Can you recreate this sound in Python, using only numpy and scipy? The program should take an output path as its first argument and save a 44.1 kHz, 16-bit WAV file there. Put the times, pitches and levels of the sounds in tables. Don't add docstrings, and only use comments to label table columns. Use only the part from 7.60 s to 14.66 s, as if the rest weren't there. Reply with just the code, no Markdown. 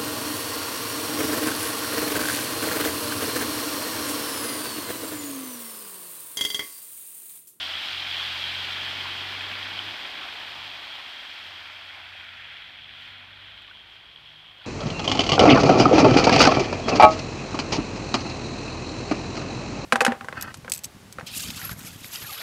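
import sys
import numpy as np
from scipy import signal
from scipy.fft import rfft, irfft, next_fast_len
from scipy.io import wavfile

SR = 44100
rng = np.random.default_rng(int(sys.argv[2]) if len(sys.argv) > 2 else 0)


def transcribe(signal):
    frames = np.atleast_2d(signal).T
    limited = np.clip(frames, -1, 1)
    pcm = np.round(limited * 32767).astype(np.int16)
    wavfile.write(sys.argv[1], SR, pcm)


def gain_from_db(level_db):
    decades = np.asarray(level_db, float) / 20
    return 10 ** decades


N = 311338

WATER_EDGES_HZ = (500, 1300, 2600, 4300, 10900)
# (time [s], level [dB])
TAIL_DB = [(0, -2), (1.0, 0.5), (1.3, 3), (1.8, 4), (2.5, 2.5), (3.0, -3), (4.0, -9), (4.6, -12.5),
           (5.3, -13), (7.06, -12.5)]


def in_time(rows):
    s, *columns = np.transpose(rows)
    return [np.interp(np.arange(N) / SR, s, c) for c in columns]


def rms_one(x):
    return x / np.sqrt(np.mean(x ** 2) + 1e-20)


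def coloured(x, spectrum):
    size = next_fast_len(N)
    hz, level_db = np.transpose(spectrum)
    grid_hz = np.maximum(np.arange(size // 2 + 1) * SR / size, 1)
    gain = gain_from_db(np.interp(np.log(grid_hz), np.log(hz), level_db))
    return irfft(rfft(x, size) * gain, size)[:N]


def band_pass(x, order, low_hz, high_hz):
    return signal.sosfilt(signal.butter(order, [low_hz, high_hz], "band", fs=SR, output="sos"), x)


def drift(rate_hz):
    r = np.exp(-80 * np.pi * rate_hz / SR)
    noise = rng.standard_normal(N // 40 + 2002)
    slow = signal.lfilter([1], [1, -2 * r, r * r], noise)[2000:]
    return np.interp(np.arange(N) / 40, np.arange(len(slow)), rms_one(slow))


def swell(s, half_s):
    return np.exp(-.5 * ((np.arange(N) / SR - s) / half_s) ** 2)


def impacts(per_s, spread_db):
    sizes = gain_from_db(spread_db * np.minimum(rng.exponential(1, N), 4)) * rng.choice([-1, 1], N)
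    return rms_one(sizes * (rng.random(N) < per_s / SR))


def bubble(out_len, hz, ring_s, octaves, attack_s=0.0011):
    t = np.arange(out_len) / SR
    phase = 2 * np.pi * np.cumsum(hz * 2 ** (octaves * t / ring_s)) / SR
    return (1 - np.exp(-t / attack_s)) * gain_from_db(-20 * t / ring_s) * np.sin(phase)


def add(out, s, sound):
    i = round(s * SR)
    out[i:i + len(sound)] += sound[:N - i]


def water_levels():
    # (time [s], level re closest [dB])
    car_spray = [(0, 1.5), (.15, -1), (.45, -1), (.6, 1.1), (.9, -1), (1.2, -1.3), (1.35, -0.9),
                 (1.6, -2.6), (2.1, -4), (2.7, -6), (3.0, -7), (3.9, -9.5), (4.2, -12.5), (4.6, -15),
                 (5.3, -21.5), (6.2, -23), (7.06, -24)]
    # (level at closest [dB], share of spray swing [-], share of tail swing [-], level in a wave [dB])
    drop_sizes = [
        (-44, 0.52, 0.34, -3.5),
        (-36.5, 0.7, 0.25, 1),
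        (-37, 1.016, 0.031, -3),
        (-42.5, 1.02, 0.011, -7),
    ]
    # (time [s], half length [s], level [dB], fizz pitch [Hz])
    wave_events = [(0.304, 0.08, -38, 4500), (.55, 0.033, -45, 1900), (0.897, 0.14, -37, 3300),
                   (1.3, 0.17, -44.5, 1900), (1.687, 0.055, -45, 4470), (2.0, .08, -44, 1794),
                   (2.701, 0.044, -48, 1500), (2.8, .2, -46.5, 750), (3.3, .1, -50.5, 750),
                   (3.55, 0.074, -50, 1703), (3.899, .12, -49.5, 1800), (4.297, 0.22, -45.5, 1440),
                   (4.4, 0.055, -50, 900), (4.807, 0.16, -45, 2030), (4.9, 0.042, -58, 900),
                   (5.02, .1, -47.5, 3030), (5.45, 0.16, -45, 2650), (5.43, .05, -52.5, 4800),
                   (5.5, 0.11, -58, 901), (5.634, .06, -54.5, 1110), (5.833, .04, -55.5, 900),
                   (5.847, 0.073, -48.5, 2820), (6.05, 0.11, -50, 2850), (6.34, 0.021, -58, 4780),
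                   (6.377, 0.08, -52.5, 2800), (6.7, 0.1, -53, 3300), (7.06, 0.034, -48.5, 3020)]
    loss_db_per_oct2 = 11

    car_db, tail_db = in_time(car_spray)[0], in_time(TAIL_DB)[0]
    bells = [swell(s, half_s) for s, half_s, _, _ in wave_events]
    gains = []
    for (near_db, by_car, by_tail, wave_db), low_hz in zip(drop_sizes, WATER_EDGES_HZ):
        centre_hz = low_hz * np.sqrt(2)
        wave_power = 0
        for bell, (_, _, level_db, hz) in zip(bells, wave_events):
            off_pitch_db = loss_db_per_oct2 * np.log2(hz / centre_hz) ** 2
            wave_power = wave_power + bell * gain_from_db(2 * (level_db + wave_db - off_pitch_db))
        car_power = gain_from_db(2 * (near_db + by_car * car_db + by_tail * tail_db))
        gains.append(np.sqrt(car_power + wave_power))
    return gains


def falling_water(low_hz, high_hz, per_s, spread_db, grain_share, splats, patchy_db):
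    # (frequency [Hz], density [dB per Hz])
    water_colour = [(260, -52), (450, -44), (520, -16), (720, -8.5), (1260, -8.5), (1500, -6), (2200, -4.5),
                    (2800, -2.5), (3800, -5), (4900, -13.5), (6600, -29), (9000, -31), (11000, -33),
                    (14000, -54)]
    out, together = 0, drift(3.7)
    edges_hz = np.geomspace(low_hz, high_hz, 4)
    share = np.clip(grain_share, 0, 1)
    for a, b in zip(edges_hz, edges_hz[1:]):
        grains = np.sqrt(share) * impacts(per_s, spread_db)
        hiss = np.sqrt(1 - share) * rng.standard_normal(N)
        band = band_pass(grains + hiss + splats, 2, a, b)
        out = out + band * gain_from_db(patchy_db * (0.11 * together + drift(20.0)))
    return rms_one(coloured(out, water_colour))


def water():
    churn, wash, spray, mist = water_levels()
    e = WATER_EDGES_HZ
    splat_gain = np.interp(np.arange(N) / SR, [0, 4.0, 4.7, 7.1], [0.67, 0.75, 0.65, 0.84])
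    splats = impacts(260, 4.9) * splat_gain
    return (churn * falling_water(e[0], e[1], 250, 2.8, 0.41, 0.65 * splats, patchy_db=0.53)
            + wash * falling_water(e[1], e[2], 500, 3.1, 0.36, splats, patchy_db=0.73)
            + spray * falling_water(e[2], e[3], 900, 3.5, 0.096, splats, patchy_db=0.5)
            + mist * falling_water(e[3], e[4], 2500, 2.5, 0.11, 0.32 * splats, patchy_db=0.6))


def engine():
    # (time [s], firing rate [Hz], load as level of order 2 [dB])
    firing = [(0, 43.8, -58), (.35, 44.7, -55), (.75, 44, -53.5), (1.0, 45.33, -51), (1.6, 46.83, -50.5),
              (2.28, 50.4, -52.5), (2.42, 49.9, -71), (2.65, 48.7, -69), (3.0, 48.75, -59.5),
              (3.3, 48.4, -66), (3.9, 46.95, -64), (4.75, 45.5, -62), (4.98, 46.3, -67), (5.14, 47.56, -66),
              (5.75, 48.7, -59.5), (6.05, 50.54, -64.5), (6.6, 53.2, -70.5), (7.06, 52.1, -69)]
    # (time [s], half length [s], loss [dB])
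    lift_offs = [
        (.25, 0.04, 14),
        (1.206, .08, 0.5),
        (3.58, 0.1, 17),
        (6.219, .08, 4),
    ]
    # (multiple of firing order [-], level re order 2 [dB])
    weak_orders = [(2.5, -18.5), (6, -21.5), (7, -21.5)]
    # (time [s], half length [s], order [-], level [dB])
    booms = [(.5, .25, 3, -63.5), (1.3, 0.37, 3, -59), (2.25, 0.087, 3, -73), (3.0, 0.11, 3, -67),
             (4.9, .15, 3, -73), (5.3, 0.11, 3, -70.5), (5.7, 0.19, 3, -76), (.7, 0.19, 4, -68),
             (1.076, 0.18, 4, -64.5), (2.1, .25, 4, -70), (3.0, 0.13, 4, -74), (5.9, 0.081, 4, -79),
             (6.205, 0.096, 4, -78), (.8, .12, 5, -67), (1.7, .15, 5, -67.5), (2.3, .12, 5, -69),
             (2.8, 0.1, 5, -78), (3.6, .1, 5, -75), (5.25, 0.13, 5, -72.5), (5.602, 0.17, 5, -72),
             (4.7, .12, 5, -74), (1.3, 1.2, 1, -71), (6.0, 0.78, 1, -71)]
    # (frequency [Hz], density [dB per Hz])
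    roar_colour = [(88, -40), (150, -5), (290, 3), (471, -0.5), (520, -10), (680, -30), (1140, -120)]
    quiet_order_db, roar_db = -86, -56.5

    hz, load_db = in_time(firing)
    load_db = load_db - sum(lost_db * swell(s, half_s) for s, half_s, lost_db in lift_offs)
    turn = 2 * np.pi * np.cumsum(hz) / SR + 0.047 * drift(4.3)
    orders = [(2, gain_from_db(load_db))] + [(k, gain_from_db(load_db + under_db)) for k, under_db in weak_orders]
    for k in (1, 3, 4, 5):
        boom = sum(gain_from_db(db) * swell(s, half_s) for s, half_s, order, db in booms if round(order) == k)
        orders.append((k, gain_from_db(quiet_order_db) + boom))
    hum = 0
    for k, gain in orders:
        tone = np.sin(k * turn + rng.uniform(0, 6.6))
        hum = hum + np.sqrt(2) * gain * gain_from_db(0.66 * drift(6.9)) * tone
    roar = rms_one(coloured(rng.standard_normal(N), roar_colour)) * (1 + 0.058 * np.sin(turn))
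    return hum + gain_from_db(roar_db + in_time(TAIL_DB)[0]) * roar


def street():
    # (frequency [Hz], density [dB per Hz])
    traffic_colour = [(8, -15), (18, -4), (30, -10), (40, -7), (62, 5), (80, 4), (140, -3), (200, -3.5),
                      (300, -40)]
    # (frequency [Hz], density [dB per Hz])
    gutter_colour = [(300, -43), (500, -10), (1100, -14), (2000, -13.5), (3200, 3.5), (4200, -14),
                     (5700, -30), (7000, -38), (11000, -44), (14000, -60)]
    # (frequency [Hz], width [Hz], level [dB])
    idle_lines = [
        (60.2, 3.4, -77),
        (80, 4, -73),
    ]
    # (time [s], frequency [Hz], level [dB])
    far_rev = [
        (6.47, 143, -78),
        (6.55, 145, -67),
        (6.65, 147.5, -65),
        (6.75, 152.4, -64),
        (6.86, 158.6, -66),
        (6.95, 162, -84),
        (7.06, 166, -90),
    ]
    traffic_db, gutter_db = -67.5, -56.5

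    out = gain_from_db(traffic_db) * rms_one(coloured(rng.standard_normal(N), traffic_colour))
    trickle = rng.standard_normal(N) + .7 * impacts(120, 3.6)
    out += gain_from_db(gutter_db + 0.99 * drift(7.6)) * rms_one(coloured(trickle, gutter_colour))
    for hz, width_hz, level_db in idle_lines:
        line = [(hz - 3 * width_hz, -40), (hz, 0), (hz + 3 * width_hz, -40)]
        out += gain_from_db(level_db) * rms_one(coloured(rng.standard_normal(N), line))
    hz, level_db = in_time(far_rev)
    fade_in = np.clip((np.arange(N) / SR - far_rev[0][0]) / .08, 0, 1)
    return out + np.sqrt(2) * fade_in * gain_from_db(level_db) * np.sin(2 * np.pi * np.cumsum(hz) / SR)


def drops():
    # (time [s], peak [dB], pitch [Hz])
    ticks = [(0.033, -29, 3300), (0.0603, -21, 3280), (0.137, -15, 3300), (0.154, -14, 3270),
             (0.3765, -19, 3130), (0.3967, -14.5, 3330), (0.4683, -12, 2470), (0.4898, -23, 3190),
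             (0.5112, -11, 3400), (0.5452, -12, 3140), (0.5666, -17, 3330), (0.5978, -14, 3230),
             (0.627, -20, 3460), (0.6702, -18, 3240), (0.84, -9.5, 3270), (0.953, -17, 3200),
             (1.2174, -18, 3230), (1.271, -21, 3150), (1.4088, -15, 3150), (1.6158, -26, 3215),
             (1.8392, -21, 3460), (2.0286, -15.5, 3240), (2.1909, -9.5, 3074)]
    # (time [s], peak [dB])
    slaps = [(4.2911, -31), (4.5334, -31), (4.6664, -32), (4.6838, -29), (4.6904, -30), (4.7964, -30),
             (4.8734, -30), (4.8904, -30), (4.9681, -28), (4.9824, -31), (5.1562, -32), (5.2064, -32),
             (5.2924, -28), (5.3374, -30), (5.3754, -32), (5.4211, -31), (5.451, -32), (5.4909, -30),
             (5.7753, -34), (5.8306, -32), (5.881, -33), (6.0197, -34), (6.0784, -35), (6.3504, -35),
             (6.3714, -34), (6.4038, -37), (6.6588, -35), (6.7037, -34), (6.7144, -36), (7.0434, -34)]
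    # (time [s], peak [dB], start pitch [Hz], ring [s], rise [octaves])
    plops = [
        (0.599, -32, 1300, 0.011, 0.15),
        (1.4547, -28.5, 980, 0.011, 0.1),
        (4.55, -45, 700, 0.016, 0.16),
        (6.082, -49, 1050, 0.043, 0.77),
        (6.111, -32.5, 1480, 0.0075, .02),
        (6.15, -48, 912, .012, 0.22),
        (6.985, -56, 525, 0.036, 0.39),
        (7.014, -38.5, 1468, 0.0098, .02),
        (7.046, -40, 844, 0.0036, 0.12),
        (7.0545, -23.5, 937, 0.0021, 0.12),
    ]
    # (time [s], peak [dB])
    mist_ticks = [
        (5.3707, -58),
        (5.4211, -55),
        (6.02, -49),
        (6.137, -64),
        (6.332, -58),
        (6.983, -52),
    ]

    out, edges = np.zeros(N), np.zeros(N)
    for s, peak_db, hz in ticks:
        ring = bubble(400, 0.953 * hz, 0.003, 0.083, attack_s=0.00056)
        add(out, s - .0003, gain_from_db(peak_db - 5.5) * ring)
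    for s, peak_db in slaps:
        spread, sign = rng.uniform(-1, 1, 2)
        slap = bubble(200, 2600 * 2 ** (.2 * spread), .0009, .1, attack_s=.0002)
        add(out, s + .0004, np.sign(sign) * gain_from_db(peak_db + 3.5) * slap)
    for s, peak_db, hz, ring_s, octaves in plops:
        add(out, s, gain_from_db(peak_db + 2) * bubble(int(3 * ring_s * SR), hz, ring_s, octaves))
    for s, peak_db in mist_ticks:
        add(edges, s, gain_from_db(peak_db - 2) * rng.standard_normal(130) * np.hanning(130))
    dulled = signal.sosfilt(signal.butter(5, 4600, fs=SR, output="sos"), out + 1e-18)
    return dulled + band_pass(edges + 1e-18, 3, 6200, 8200)


def presence(x):
    # (frequency [Hz], width [Hz], level [dB])
    hz, width_hz, level_db = (3265, 290, 8.2)
    r = np.exp(-np.pi * width_hz / SR)
    zeros = np.array([1, 0, -1]) * (1 - r * r) / 2
    poles = [1, -2 * r * np.cos(2 * np.pi * hz / SR), r * r]
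    return x + (gain_from_db(level_db) - 1) * signal.lfilter(zeros, poles, x)


def scene():
    return (water() + engine() + street() + drops())[None]


def roll_off(x):
    return signal.sosfilt(signal.butter(12, 15920, fs=SR, output="sos"), x)


def record(dry):
    guard = signal.butter(3, 11500, fs=SR, output="sos")
    half_rate = signal.sosfilt(guard, presence(dry))[:, ::2]
    held = np.repeat(half_rate, 2, axis=1)[:, :N]
    held = signal.sosfilt(signal.ellip(12, .5, 60, 15450, fs=SR, output="sos"), held)
    return roll_off(held)


dry = scene()
out = record(dry)
transcribe(out)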